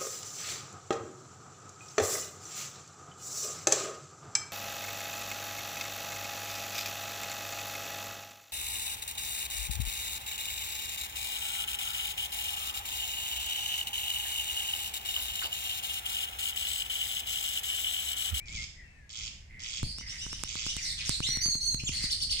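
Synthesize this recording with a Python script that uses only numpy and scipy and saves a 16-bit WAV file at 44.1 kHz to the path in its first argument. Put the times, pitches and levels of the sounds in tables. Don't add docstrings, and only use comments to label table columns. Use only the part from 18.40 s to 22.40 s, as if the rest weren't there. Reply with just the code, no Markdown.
import sys
import numpy as np
from scipy import signal
from scipy.fft import rfft, irfft
from scipy.io import wavfile
from scipy.ndimage import uniform_filter1d, map_coordinates

SR = 44100
rng = np.random.default_rng(int(sys.argv[2]) if len(sys.argv) > 2 else 0)


def wav_out(sig):
    wavfile.write(sys.argv[1], SR, np.round(np.clip(np.atleast_2d(sig).T, -1, 1) * 32767).astype(np.int16))


N = 176400
T = np.arange(N) / SR
NOTE_EDGE_S = 0.015


def amp(db):
    return 10 ** (np.asarray(db) / 20)


def unit(x):
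    return x / np.sqrt(np.mean(x ** 2) + 1e-20)


def add(out, start, x):
    i = max(int(start * SR), 0)
    n = max(min(x.shape[-1], N - i), 0)
    out[..., i:i + n] += x[..., :n]


def clock(length):
    return np.arange(int(length * SR)) / SR


def colour(x, points):
    hz, db = np.array(points).T
    n = 2 * len(x)
    gain_db = np.interp(np.log(np.fft.rfftfreq(n, 1 / SR) + 1), np.log(hz), db)
    cepstrum = irfft(np.log(amp(gain_db)))
    cepstrum[1:n // 2] *= 2
    cepstrum[n // 2 + 1:] = 0
    return irfft(rfft(x, n) * np.exp(rfft(cepstrum)))[:len(x)]


def wander(t, per_s):
    return map_coordinates(rng.standard_normal(4096), [t * per_s], order=3, mode="wrap")


def edges(t, length, edge_s):
    attack = np.sin(np.pi / 2 * np.clip(t / edge_s, 0, 1))
    release = np.sin(np.pi / 2 * np.clip((length - t) / edge_s, 0, 1))
    return attack * release


def syrinx_phase(t, hz, rough):
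    waver = .008 * wander(t, per_s=130)
    flutter = rough * 0.1055 * wander(t, per_s=700)
    return 2 * np.pi * np.cumsum(hz * (1 + waver + flutter)) / SR


def tone(phase, hz):
    fall_db_per_khz = 5
    overtones = amp(11) * np.sin(2 * phase) + np.sin(3 * phase)
    return np.sin(phase) + amp(-fall_db_per_khz * hz / 1000) * overtones


def glide(points, rough, ratio=1, pure=False):
    times, hz, db = np.array(points).T
    length = times[-1] - times[0]
    t = clock(length)
    pitch = ratio * np.interp(t + times[0], times, hz)
    phase = syrinx_phase(t, pitch, rough)
    envelope = np.sqrt(2) * amp(np.interp(t + times[0], times, db)) * edges(t, length, edge_s=0.0013)
    return envelope * (np.sin(phase) if pure else tone(phase, pitch))


def clicks(times, length):
    decay_s, jitter_s, scatter_db = 0.00056, .0002, 0.97
    out, t = np.zeros(N), clock(0.0033)
    for start, chance in zip(times, rng.standard_normal((64, 512))):
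        snap = unit(chance[:len(t)] * np.exp(-t / decay_s))
        add(out, start + jitter_s * chance[-2], snap * amp(scatter_db * chance[-1]))
    return out[:int((length + .01) * SR)]


def rumble_and_hush():
    # freq_hz, gain_db
    wind_colour = [(12, -35), (20, 0), (76, -0.5), (225, -19.5), (426, -37.5), (900, -45.5), (1170, -63),
                   (1980, -120)]
    # time_s, level_db
    rumble_levels = [(0, -53), (.2, -45), (.4, -54), (1.42, -49.5), (1.44, -31.5), (1.52, -48.5),
                     (2.6, -46), (4, -45)]
    # freq_hz, gain_db
    hush_colour = [(600, -8.5), (1300, -15), (2100, 0), (3200, -17), (7500, -19), (11000, -30.5)]
    mid, side = (unit(colour(rng.standard_normal(N), wind_colour + [(2500, -50)])) for _ in range(2))
    rumble = mid + 0.13 * side * np.array([[1], [-1]])
    rumble_db = np.interp(T, *np.array(rumble_levels).T) + 2 * wander(T, per_s=13)
    hush = np.array([unit(colour(rng.standard_normal(N), hush_colour)) for _ in range(2)])
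    return rumble * amp(rumble_db) + hush * amp(-63 + wander(T, per_s=6.7))


def whistles():
    # time_s, pitch_hz, level_db
    notes = [
        [(0, 2260, -52), (.05, 2490, -58.5), (.095, 2142, -50), (.145, 2480, -53), (.185, 2104, -43),
         (.245, 2243, -52.5)],
        [(.36, 2017, -66), (.4, 2005, -55.5), (.47, 1875, -63.5)],
        [(.44, 2700, -66), (.6, 2560, -74)],
        [(.55, 1860, -67), (.66, 1652, -66.5)],
    ]
    roughness = [.08, .45, .12, .08]
    out = np.zeros(N)
    for points, rough in zip(notes, roughness):
        add(out, points[0][0], glide(points, rough, pure=True))
    return out


def rasps():
    # start_s, length_s, triplets_per_s, level_db, swell_db
    calls = [(.057, 0.19, 38.4, -40.5, 14.5), (.693, 0.19, 38, -39, 10), (1.194, .21, 39.4, -37.5, 8.5),
             (2.0745, .2, 38.7, -35.5, 1.5)]
    triplet = [0, .37, .63]
    # freq_hz, gain_db
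    rasp_colour = [(800, -27.5), (1290, -13.5), (1600, -24.5), (2300, -0.5), (2780, -3), (3350, 4.5),
                   (3900, -4.5), (5330, 2.5), (5700, -3), (6200, 0.5), (7550, -2.5), (8600, -22),
                   (10200, -22.5), (13000, -33)]
    out, swell_s = np.zeros(N), .05
    for start, length, rate, db, swell_db in calls:
        times = (np.arange(12)[:, None] + np.array(triplet)).ravel() / rate
        rattle = colour(clicks(times[times < length], length), rasp_colour)
        swell = amp(-swell_db * np.exp(-T[:len(rattle)] / swell_s))
        add(out, start, amp(db) * unit(rattle * swell))
    return out


def buzzes_and_churrs():
    # start_s, length_s, centre_hz, width_hz, level_db
    buzzes = [(1.659, 0.41, 4140, 7600, -47.5), (2.25, .23, 4600, 6130, -42.5),
              (2.438, 0.086, 8000, 4000, -46), (2.563, 0.17, 3570, 3630, -40.5),
              (2.655, 0.11, 8200, 3000, -42.5), (3.509, .15, 4430, 5900, -39),
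              (3.908, 0.093, 3090, 1440, -41.5)]
    # start_s, level_db
    churrs = [(1.09, -53), (1.6, -50), (2.365, -48.5), (2.85, -46), (3.51, -48.5)]
    # freq_hz, gain_db
    tilt = [(7000, 2.5), (15000, -2.5)]
    churr_s, churr_hz, churr_width_hz, clicks_per_s = 0.175, 2022, 440, 114
    calls = buzzes + [(start, churr_s, churr_hz, churr_width_hz, db) for start, db in churrs]
    out = np.zeros(N)
    for start, length, hz, width, db in calls:
        train = clicks(np.arange(0, length, 1 / clicks_per_s), length)
        throat = signal.iirpeak(hz, hz / width, fs=SR)
        buzz = signal.lfilter(*throat, signal.lfilter(*throat, train))
        envelope = edges(T[:len(buzz)], len(buzz) / SR, edge_s=.022)
        add(out, start, amp(db) * unit(buzz * envelope))
    return colour(out, tilt)


def chirps():
    # start_s, length_s, first_hz, middle_hz, last_hz, level_db, roughness
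    notes = [(1.425, .11, 4200, 4660, 4440, -39, 0.54), (2.369, .035, 3030, 2590, 2220, -39.5, 0.69),
             (2.417, .12, 6084, 4553, 4084, -33, 0.98), (2.572, 0.055, 3865, 2746, 2060, -39, 0.77),
             (2.649, 0.13, 6186, 4460, 4110, -33, 0.84), (2.821, .06, 2880, 3600, 4145, -30, 0.66),
             (3.388, 0.027, 2610, 2864, 3020, -36, 0.77), (3.44, .05, 6630, 7100, 5600, -34, 0.3),
             (3.464, 0.032, 3514, 3070, 2200, -29.5, 0.45), (3.524, 0.068, 4400, 4400, 4380, -32, 0.42),
             (3.619, 0.039, 4700, 4580, 4360, -27, 0.51)]
    out = np.zeros(N)
    for start, length, first, middle, last, db, rough in notes:
        t = clock(length)
        pitch = np.polyval(np.polyfit([0, .5, 1], [first, middle, last], 2), t / length)
        note = tone(syrinx_phase(t, pitch, rough), pitch)
        add(out, start, np.sqrt(2) * amp(db) * edges(t, length, NOTE_EDGE_S) * note)
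    return out


def hoarseness(notes):
    # freq_hz, gain_db
    breath_colour = [(1700, -11.5), (2800, -1), (8500, 5.5), (14000, -22)]
    loudness = uniform_filter1d(np.abs(notes), size=64)
    return amp(-12) * loudness * unit(colour(rng.standard_normal(N), breath_colour))


def ring(t, hz, decay_s):
    return np.sin(2 * np.pi * hz * t) * np.exp(-t / decay_s)


def drops():
    # start_s, tap_db, thump_db, tick_db
    hits = [(1.4305, -35.5, -32.5, -42), (1.585, -43, -52.5, -46), (1.611, -42.5, -58, -56),
            (1.865, -38, -44.5, -54), (1.93, -32.5, -50, -44.5), (2.0367, -30.5, -52, -32.5),
            (2.1553, -34, -48, -47), (2.2653, -34, -42, -41.5), (2.3668, -53, -44, -36),
            (2.6942, -41, -33, -26.5), (2.8039, -30, -35, -43.5), (2.889, -53, -41, -39.5),
            (2.972, -49.5, -41.5, -38), (3.0589, -47, -41, -39), (3.0845, -43, -40.5, -54),
            (3.153, -51, -39.5, -42.5), (3.345, -82, -36, -37), (3.436, -64, -39.5, -50),
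            (3.493, -63, -36, -44), (3.641, -41, -38.5, -58)]
    # pitch_hz, decay_s, level_db
    case_modes = [(65, 0.0076, -10), (134.5, 0.0053, 1.5), (223, 0.0032, -5)]
    tap_gain_db, thump_gain_db, tick_gain_db = 19.5, 9, 18.5
    tick_s, left_lag_s, right_lead_db = 0.00011, 0.00074, 19.5
    tick_pan = amp(np.array([[-right_lead_db], [right_lead_db]]) / 2)
    out, t = np.zeros((2, N)), clock(0.034)
    case_t = np.maximum(t - np.array([[left_lag_s], [0]]), 0)
    for start, tap_db, thump_db, tick_db in hits:
        splash = rng.standard_normal((2, len(t))) * np.exp(-t / tick_s)
        tick = (ring(t, hz=7900, decay_s=tick_s) + 0.063 * splash) * amp(tick_db + tick_gain_db)
        tap = ring(case_t, hz=1370, decay_s=0.0001) * amp(tap_db + tap_gain_db)
        thump = sum(ring(case_t, hz, decay_s) * amp(db) for hz, decay_s, db in case_modes)
        add(out, start, tick * tick_pan + tap - thump * amp(thump_db + thump_gain_db))
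    return out


def chatter():
    # start_s, high_db, low_db
    notes = [(1.552, -43, -51), (1.664, -39, -49.5), (1.78, -39.5, -42.5), (1.89, -40.5, -46.5),
             (2.012, -44.5, -49), (2.255, -36.5, -38)]
    # offset_s, pitch_hz, level_db
    high_path = [(0, 4850, -2.5), (.03, 5405, 1.5), (.066, 6150, -3.5)]
    # offset_s, pitch_hz, level_db
    low_path = [(.025, 2752, -3), (.05, 3100, 3), (.075, 2880, -4.5)]
    out, rough = np.zeros(N), .25
    for start, high_db, low_db in notes:
        low = glide(low_path, rough)
        upper_partial = amp(-5) * glide(low_path, rough, ratio=1.23)
        add(out, start, amp(high_db) * glide(high_path, rough, pure=True))
        add(out, start + low_path[0][0], amp(low_db) * (low + upper_partial))
    return out


def squeals():
    # start_s, length_s, low_start_hz, low_end_hz, high_start_hz, high_end_hz,
    # low_db, high_db, scoop_s
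    notes = [(2.86, .11, 4245, 4260, 5780, 5785, -30.5, -33, 0.0096),
             (3.003, 0.15, 4670, 4133, 6210, 6490, -30.5, -30.5, 0.0071),
             (3.202, .148, 4512, 4070, 6160, 6470, -31, -34.5, .009)]
    out, shiver_db = np.zeros(N), 2.2
    highpass = signal.butter(4, 7000, "high", fs=SR, output="sos")
    for start, length, low_start, low_end, high_start, high_end, low_db, high_db, scoop_s in notes:
        t = clock(length)
        arch = 1 + .015 * np.sin(np.pi * t / length)
        scoop = .3 * np.exp(-t / scoop_s)
        low_hz = np.linspace(low_start, low_end, len(t)) * (arch - scoop / 2)
        high_hz = np.linspace(high_start, high_end, len(t)) * (arch - scoop)
        low_phase = syrinx_phase(t, low_hz, rough=.08)
        high_phase = syrinx_phase(t, high_hz, rough=.04)
        low_shiver, high_shiver = (amp(shiver_db * wander(t, per_s=70)) for _ in range(2))
        voices = low_shiver * np.sin(low_phase) + high_shiver * amp(high_db - low_db) * np.sin(high_phase)
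        sum_tones = signal.sosfilt(highpass, .26 * voices ** 2)
        twelfth = .07 * np.sin(3 * low_phase)
        envelope = np.sqrt(2) * amp(low_db) * edges(t, length, NOTE_EDGE_S)
        add(out, start, envelope * (voices + sum_tones + twelfth))
    return out


def chips():
    # start_s, level_db
    notes = [(3.697, -28), (3.802, -29.5), (3.894, -28), (3.981, -29.5)]
    # offset_s, pitch_hz, level_db
    voices = [
        [(0, 2952, -9), (.008, 3215, -6.5), (.013, 4444, -0.5), (.032, 4482, 2.5), (.046, 4050, -11)],
        [(.011, 5860, -4), (.024, 4790, 4), (.038, 2690, -10.5)],
    ]
    out = np.zeros(N)
    for start, db in notes:
        for points in voices:
            add(out, start + points[0][0], amp(db) * glide(points, rough=.3))
    return out


def flatten(response):
    hz = np.fft.rfftfreq(len(response), 1 / SR) + 1
    power = uniform_filter1d(np.abs(rfft(response)) ** 2, size=160)
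    return colour(response, np.column_stack([hz, -10 * np.log10(power / power.mean())]))


def marsh(call, left_db, direct_db):
    stems_decay_s, dull_t60_s, bright_t60_s, left_lag_s = 0.0041, 0.51, 0.48, .0005
    lowpass = signal.butter(2, 5500, fs=SR)
    t, channels = clock(.6), []
    for side in (1, -1):
        stems, low, high = rng.standard_normal((3, len(t)))
        scatter = unit(stems * np.exp(-t / stems_decay_s))
        dull = signal.lfilter(*lowpass, low) * np.exp(-np.log(1000) * t / dull_t60_s)
        bright = (high - signal.lfilter(*lowpass, high)) * np.exp(-np.log(1000) * t / bright_t60_s)
        response = (amp(-5) * scatter + amp(-6) * unit(dull + bright)) / np.sqrt(len(t))
        response[int(left_lag_s * SR) * (side > 0)] += amp(direct_db)
        channels.append(amp(side * left_db / 2) * signal.fftconvolve(call, flatten(response))[:N])
    return np.array(channels)


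def scene():
    harsh_notes = chirps() + chatter() + chips()
    squeal_notes = squeals()
    rattles = marsh(rasps(), left_db=-3, direct_db=-10)
    buzz_and_breath = buzzes_and_churrs() + hoarseness(harsh_notes + 0.47 * squeal_notes)
    rush = marsh(buzz_and_breath, left_db=-2, direct_db=-10)
    song = marsh(harsh_notes + squeal_notes, left_db=-2.2, direct_db=-5.5)
    far_bird = marsh(whistles(), left_db=6, direct_db=1)
    return rattles + rush + song + far_bird + drops() + rumble_and_hush()


def record(dry):
    # freq_hz, gain_db
    treble_colour = [(9000, 0), (11000, -11.5), (13300, -5.5), (15500, -17)]
    top_hz = 15800
    dulled = np.array([colour(channel, treble_colour) for channel in dry])
    return signal.sosfilt(signal.ellip(8, .2, 70, top_hz, fs=SR, output="sos"), dulled)


dry = scene()
out = record(dry)
wav_out(out)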